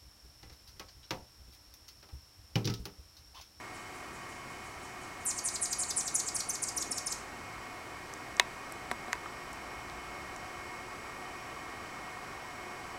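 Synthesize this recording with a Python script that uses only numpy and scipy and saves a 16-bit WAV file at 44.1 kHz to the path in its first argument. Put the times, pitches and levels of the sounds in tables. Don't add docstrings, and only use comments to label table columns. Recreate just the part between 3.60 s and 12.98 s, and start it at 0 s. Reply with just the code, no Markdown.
import sys
import numpy as np
from scipy import signal
from scipy.fft import rfft, irfft, next_fast_len
from scipy.io import wavfile
from scipy.ndimage import uniform_filter1d

SR = 44100
rng = np.random.default_rng(int(sys.argv[2]) if len(sys.argv) > 2 else 0)


def master(y):
    cut = np.clip(np.atleast_2d(y).T, -1, 1)
    pcm = np.round(cut * 32767)
    wavfile.write(sys.argv[1], SR, pcm.astype(np.int16))


N = 413658
T_S = np.arange(N) / SR

# freq_hz, level_db
HUSH_SPECTRUM = [(20, -8), (55, -1.5), (120, 0.5), (180, -3.5), (350, 0), (520, -8.5), (800, -5),
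                 (1200, -7), (1650, -9), (2200, -9), (3300, -19.5), (4300, -16.5), (8000, -20),
                 (16000, -33)]
# time_s, level_db
TRAFFIC_LEVEL = [(0, -58.5), (3.2, -52.5), (5.6, -51), (7.6, -51.5), (9.38, -50.5)]
# time_s, level_db
RUMBLE_LEVEL = [(0, -70), (4.3, -65.5), (6.95, -59), (7.25, -72), (9.38, -78)]
# freq_hz, level_db, phase_sway_rad
WHINE_TONES = [(362.5, -61, 0.0041), (733.4, -60, 0.42), (1112, -58, 0), (1580, -62, 0.25),
               (1615, -66, 0.52), (1865.5, -59, 0.74), (1890, -59, .3), (2156, -66, .25),
               (2176, -53.5, 0.76), (2459, -69, 0.038), (2468, -61, 0.8), (2704, -73, 0.57),
               (2755, -75, .3), (3020, -72.5, 1.04), (4810, -69, 1.05), (5540, -66, 1.2),
               (5880, -71, 0.084), (7834, -67.5, 1.03)]
# centre_hz, width_hz, rms_db
WHINE_NOISE_BANDS = [(356, 180, -65), (730, 40, -56.5), (985, 67, -59), (1153, 85, -55), (1314, 33, -62),
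                     (1788, 64, -66), (2268, 120, -60.5), (3026.5, 57, -65.5), (5510, 190, -71)]
# time_s, gain_db
WHINE_GAIN = [(0, 0), (3.5, -0.5), (5.5, 0.5), (7, 1.5), (9.38, 1)]
# start_s, level_db
FAR_BUZZES = [(.135, -58.5), (.342, -59.5), (.526, -60), (.685, -59.5), (.89, -62), (1.04, -60),
              (1.222, -58), (1.411, -58), (1.6, -59)]
# crest_s, level_db, rebound_share (of the plunge), trill_s (none below MIN_TRILL_S)
CHIPS = [(1.654, -33, .5, 0.041), (1.846, -32, .6, .026), (2.018, -32, 0.67, .025),
         (2.192, -30.5, 0.42, 0.027), (2.369, -28.5, 0.76, 0.026), (2.549, -28, 0.91, 0.0038),
         (2.752, -30, 0.99, 0), (2.894, -30, 0.074, 0), (3.027, -29.5, 1, 0), (3.171, -30, .1, 0),
         (3.316, -30.5, 0.031, 0), (3.468, -31.5, 0.031, 0)]
# start_s, rasp_db
BUZZES = [(1.761, -33.5), (1.931, -33), (2.103, -30.5), (2.281, -30.5), (2.455, -30.5), (2.574, -29.5),
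          (2.660, -31), (2.779, -31.5), (2.927, -33), (3.063, -33.5), (3.200, -31), (3.357, -32.5),
          (3.500, -32)]
# time_s, pitch_hz
CREST_PITCH = [(1.646, 14000), (1.662, 10960), (1.85, 10970), (2.4, 10390), (2.9, 9850), (3.47, 9630)]
# delay_s, level_db
ECHOES = [(.00335, -5), (.0077, -13), (0.0108, -18), (.015, -19), (.0261, -52)]
# start_s, peak_db, centre_hz
TICKS = [(4.5378, -29.5, 6670), (4.768, -32, 6330), (5.1229, -28.5, 8700), (5.3140, -32, 9400),
         (5.3182, -33, 6700), (5.5300, -24.5, 5240), (5.6585, -29, 1230), (5.9315, -35, 8300),
         (6.2980, -36.5, 4300), (6.7625, -35.5, 6780)]
# start_s, level_db, brightness_db_per_octave, low_edge_hz, node_hz
CLICKS = [(4.7975, -4, 2, 400, 1360), (4.8003, -23, 5, 400, 7000), (5.3137, -18.5, -3.5, 150, 2910),
          (5.4820, -32, -7, 300, 2020), (5.525, -35, 1, 1400, 3700), (5.5300, -14.5, -0.5, 900, 3600),
          (5.5530, -32, -6.5, 400, 2000)]
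# freq_hz, level_db, t60_s
HOUSING_MODES = [(236, -31, 0.11), (370, -25.5, 0.054), (742, -12.5, 0.019), (970, -19, 0.078),
                 (1143, -8.5, 0.014), (1540, -9.5, 0.018), (1840, 3.5, 0.0062), (2086, 3.5, 0.0046),
                 (2580, -27.5, 0.078), (2796, -18, 0.017), (3490, -23, 0.025), (3380, -18.5, 0.0098),
                 (3850, -3, 0.0046), (5100, -6, 0.0021), (6700, -6.5, 0.0018), (10400, -21.5, 0.0023)]

WHINE_SWAY_HZ, WHINE_WAVER_HZ, WHINE_FLICKER_DB = 30.05, 1.466, 1.5
FAR_TRILL_S, FAR_RASP_S, FAR_HZ, FAR_SAG_HZ_PER_S = .033, .013, 8900, 500
CHIP_RISE_S, PLUNGE_S, FLICK_S = .008, .006, .0043
CHIP_TAIL_S, CUT_TAIL_S, MIN_TRILL_S = .0056, .0021, .01
ENTRY_SHARE, VALLEY_SHARE, VALLEY_SINK_PER_S = .93, .76, .118
TAIL_SHARE = .707
THROAT_HZ, THROAT_LOSS_DB = 7800, 17.5
TRILL_HZ, TRILL_DB, TRILL_RASP_DB, TRILL_RASP_S = 8500, -32, -35, .013
BUZZ_HZ, BUZZ_TRILL_S, BUZZ_SOFTER_DB = 7980, .018, 10.5
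BUZZ_FOLLOWS = .413
RASP_S, RASP_SHRINK_S_PER_S = .0155, .00303
BUMP_S, BUMP_HALF_S, BUMP_HZ, BUMP_DB = 3.27, .089, 280, -51.5
TICK_DECAY_S, TICK_DECAY_SLOPE = .0024, .6
CUTOFF_HZ = 15900


def from_db(db):
    return 10 ** (np.asarray(db) / 20)


def rms_one(x):
    return x / np.sqrt(np.mean(x ** 2) + 1e-20)


def add(out, start_s, sound):
    at = round(start_s * SR)
    out[at:at + len(sound)] += sound[:len(out) - at]


def band(x, low_hz, high_hz, order=2):
    edges_hz = [low_hz, min(high_hz, .48 * SR)]
    return signal.sosfilt(signal.butter(order, edges_hz, "band", fs=SR, output="sos"), x)


def noise_band(low_hz, high_hz, order=2):
    return rms_one(band(rng.standard_normal(N), low_hz, high_hz, order))


def wander(per_s, t):
    knots = np.arange(int(t[-1] * per_s) + 2)
    return np.interp(t * per_s, knots, rng.standard_normal(len(knots)))


def coloured(spectrum):
    hz, db = np.transpose(spectrum)
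    size = next_fast_len(N)
    bins_hz = np.maximum(np.arange(size // 2 + 1) * SR / size, 1)
    gain = from_db(np.interp(np.log(bins_hz), np.log(hz), db))
    return rms_one(irfft(rfft(rng.standard_normal(size)) * gain, size)[:N])


def background():
    traffic_gain = from_db(np.interp(T_S, *np.transpose(TRAFFIC_LEVEL)))
    traffic = traffic_gain * noise_band(412, 1550)
    rumble_gain = from_db(np.interp(T_S, *np.transpose(RUMBLE_LEVEL)))
    rumble = rumble_gain * noise_band(49, 64)
    return from_db(-49) * coloured(HUSH_SPECTRUM) + traffic + rumble


def camera_whine():
    frame_sway = np.sin(2 * np.pi * WHINE_SWAY_HZ * T_S)
    out = np.zeros(N)
    for hz, db, sway_rad in WHINE_TONES:
        gain = from_db(db + WHINE_FLICKER_DB * wander(7, T_S))
        hz_now = hz + WHINE_WAVER_HZ * wander(12, T_S)
        phase = 2 * np.pi * np.cumsum(hz_now) / SR
        out += gain * np.sin(phase + sway_rad * frame_sway)
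    for hz, width_hz, db in WHINE_NOISE_BANDS:
        out += from_db(db) * noise_band(hz - width_hz / 2, hz + width_hz / 2, order=1)
    return from_db(np.interp(T_S, *np.transpose(WHINE_GAIN))) * out


def syrinx(hz, overtone_db):
    phase = 2 * np.pi * np.cumsum(hz) / SR
    octave = from_db(overtone_db) / (1 + (np.abs(hz) / 6600) ** 12)
    return np.sqrt(2) * (np.sin(phase) + octave * np.sin(2 * phase))


def buzz(trill_s, rasp_s, pitch_hz, trill_db, rasp_db, swing=.1488, throb_db=4.5, sag=.92,
         end_hz=4450, rough=.15):
    steps_s = [0, trill_s / 3, trill_s * 2 / 3, rasp_s * .4, rasp_s * .35, rasp_s * .25, .003]
    knots_s = np.cumsum(steps_s)
    t = np.arange(int(knots_s[-1] * SR)) / SR
    low_hz = end_hz * (rasp_s / .01325) ** -.3
    centre_hz = np.interp(t, knots_s, [pitch_hz, pitch_hz, sag * pitch_hz, 7100, 5700, low_hz, low_hz])
    db = np.interp(t, knots_s, [trill_db - 4, trill_db, (trill_db + rasp_db) / 2,
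                                rasp_db - 3, rasp_db, rasp_db - 7, rasp_db - 24])
    breaking = np.interp(t, [knots_s[2], (knots_s[3] + knots_s[4]) / 2], [0, 1])
    flutter_hz = 345 * (1 + .101 * wander(307, t))
    cycle = 2 * np.pi * np.cumsum(flutter_hz) / SR
    jitter = (.035 + rough * breaking) * wander(4500, t)
    hz = centre_hz * (1 + swing * np.sin(cycle) + jitter)
    throb_now_db = throb_db * (1 - breaking / 2) * np.sin(cycle + 1.756) + 1.4 * wander(300, t)
    grain_db = 3.5 * breaking * wander(2054, t)
    throb = rms_one(from_db(throb_now_db + grain_db))
    return from_db(db) * throb * syrinx(hz, overtone_db=-22 + 16.3 * breaking)


def garden(x, wet_db, t60_s):
    t = np.arange(SR) / SR
    tail = band(rng.standard_normal(len(t)), 1300, 9400, order=1)
    tail *= from_db(-60 * t / t60_s) * (1 - np.exp(-t / .0024))
    return from_db(wet_db) * signal.fftconvolve(x, tail / np.sqrt(np.sum(tail ** 2)))[:N]


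def far_bird():
    song = np.zeros(N)
    for start_s, db in FAR_BUZZES:
        pitch_hz = FAR_HZ - FAR_SAG_HZ_PER_S * start_s
        add(song, start_s, buzz(FAR_TRILL_S, FAR_RASP_S, pitch_hz, db, db, swing=.2))
    return song + garden(song, wet_db=-1.5, t60_s=1)


def crest_hz(time_s):
    return np.interp(time_s, *np.transpose(CREST_PITCH))


def chip(crest_s, rebound, tail_s):
    steps_s = [0, CHIP_RISE_S / 2, CHIP_RISE_S / 2, PLUNGE_S / 2, PLUNGE_S / 2, FLICK_S,
               tail_s * .4, tail_s * .6, .002]
    knots_s = np.cumsum(steps_s)
    t = np.arange(int(knots_s[-1] * SR)) / SR
    valley = VALLEY_SHARE - VALLEY_SINK_PER_S * (crest_s - CHIPS[0][0])
    flick = valley + rebound * (1 - valley)
    end = TAIL_SHARE * valley
    shape = np.interp(t, knots_s, [ENTRY_SHARE, (ENTRY_SHARE + 4) / 5, 1, (1 + 2 * valley) / 3,
                                   valley, flick, valley, end, end])
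    hz = uniform_filter1d(shape * crest_hz(crest_s - CHIP_RISE_S + t), size=40)
    db = np.interp(t, knots_s, [-11.5, -4, 0, -1.5, -1.5, -1.5, -3.5, 0, -25])
    fraying = np.interp(t, knots_s[2:4], [0, 1])
    db = db - THROAT_LOSS_DB * np.log2(hz / THROAT_HZ) ** 2 + 4 * fraying * wander(932, t)
    onset = np.minimum(t / .00097, 1)
    frayed_hz = hz * (1 + .043 * fraying * wander(2480, t))
    return from_db(db) * onset * syrinx(frayed_hz, overtone_db=-7)


def near_bird():
    song = np.zeros(N)
    for crest_s, db, rebound, trill_s in CHIPS:
        runs_on = trill_s > MIN_TRILL_S
        tail_s = CUT_TAIL_S if runs_on else CHIP_TAIL_S
        whistle = chip(crest_s, np.clip(rebound, 0, 1), tail_s)
        add(song, crest_s - CHIP_RISE_S, from_db(db) * whistle)
        if runs_on:
            trill = buzz(trill_s, TRILL_RASP_S, TRILL_HZ, TRILL_DB, TRILL_RASP_DB,
                         swing=.155, throb_db=3.2, sag=.91, end_hz=4650, rough=.11)
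            add(song, crest_s + PLUNGE_S, trill)
    mid_song_hz = crest_hz(np.mean([start_s for start_s, _ in BUZZES]))
    for start_s, db in BUZZES:
        pitch_hz = BUZZ_HZ * (crest_hz(start_s) / mid_song_hz) ** BUZZ_FOLLOWS
        rasp_s = RASP_S - RASP_SHRINK_S_PER_S * (start_s - CHIPS[0][0])
        add(song, start_s, buzz(BUZZ_TRILL_S, rasp_s, pitch_hz, db - BUZZ_SOFTER_DB, db, swing=.12))
    spray = from_db(-33) * band(song * rng.standard_normal(N), 5000, 17000)
    song = band(song, 3700, 12590, order=3) + spray
    echoes = sum(from_db(db) * np.interp(T_S - delay_s, T_S, song) for delay_s, db in ECHOES)
    return song + echoes + garden(song, wet_db=-7.5, t60_s=.38)


def bump():
    swell = np.exp(-((T_S - BUMP_S) / BUMP_HALF_S) ** 2)
    return from_db(BUMP_DB) * swell * noise_band(BUMP_HZ / 1.6, BUMP_HZ * 1.7)


def ticks():
    out, t = np.zeros(N), np.arange(int(.02 * SR)) / SR
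    for start_s, db, hz in TICKS:
        decay_s = TICK_DECAY_S * (hz / 1000) ** -TICK_DECAY_SLOPE
        burst = rng.standard_normal(len(t)) * np.exp(-t / decay_s)
        snap = band(burst, hz / 1.23, hz * 1.24)
        add(out, start_s, from_db(db) * snap / np.abs(snap).max())
    return out


def housing():
    out, t = np.zeros(N), np.arange(int(.15 * SR)) / SR
    hz, mode_db, t60_s = np.transpose(HOUSING_MODES)[:, :, None]
    rings = np.sin(2 * np.pi * hz * t) * from_db(mode_db - 60 * t / t60_s)
    signs = (-1) ** np.arange(len(HOUSING_MODES))[:, None]
    for start_s, db, brightness, low_hz, node_hz in CLICKS:
        node_db = -11 * np.exp(-(np.log2(hz / node_hz) / .23) ** 2)
        mode_gain = from_db(node_db + brightness * np.log2(hz / 2000))
        body = np.sum(signs * rings * mode_gain, axis=0)
        crack = from_db(-17) * band(rng.standard_normal(len(t)), 500, 12000) * np.exp(-t / .0015)
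        add(out, start_s, from_db(db) * band(body + crack, low_hz, 15600))
    tail = band(rng.standard_normal(len(t)), 300, 3900) * from_db(-60 * t / .2)
    return out + from_db(-50) * signal.fftconvolve(out, tail)[:N]


def scene():
    ambience = background() + camera_whine()
    birds = far_bird() + near_bird()
    handling = bump() + ticks() + housing()
    return (ambience + birds + handling)[None]


def record(dry):
    return signal.sosfilt(signal.ellip(10, .1, 80, CUTOFF_HZ, fs=SR, output="sos"), dry)


dry = scene()
out = record(dry)
master(out)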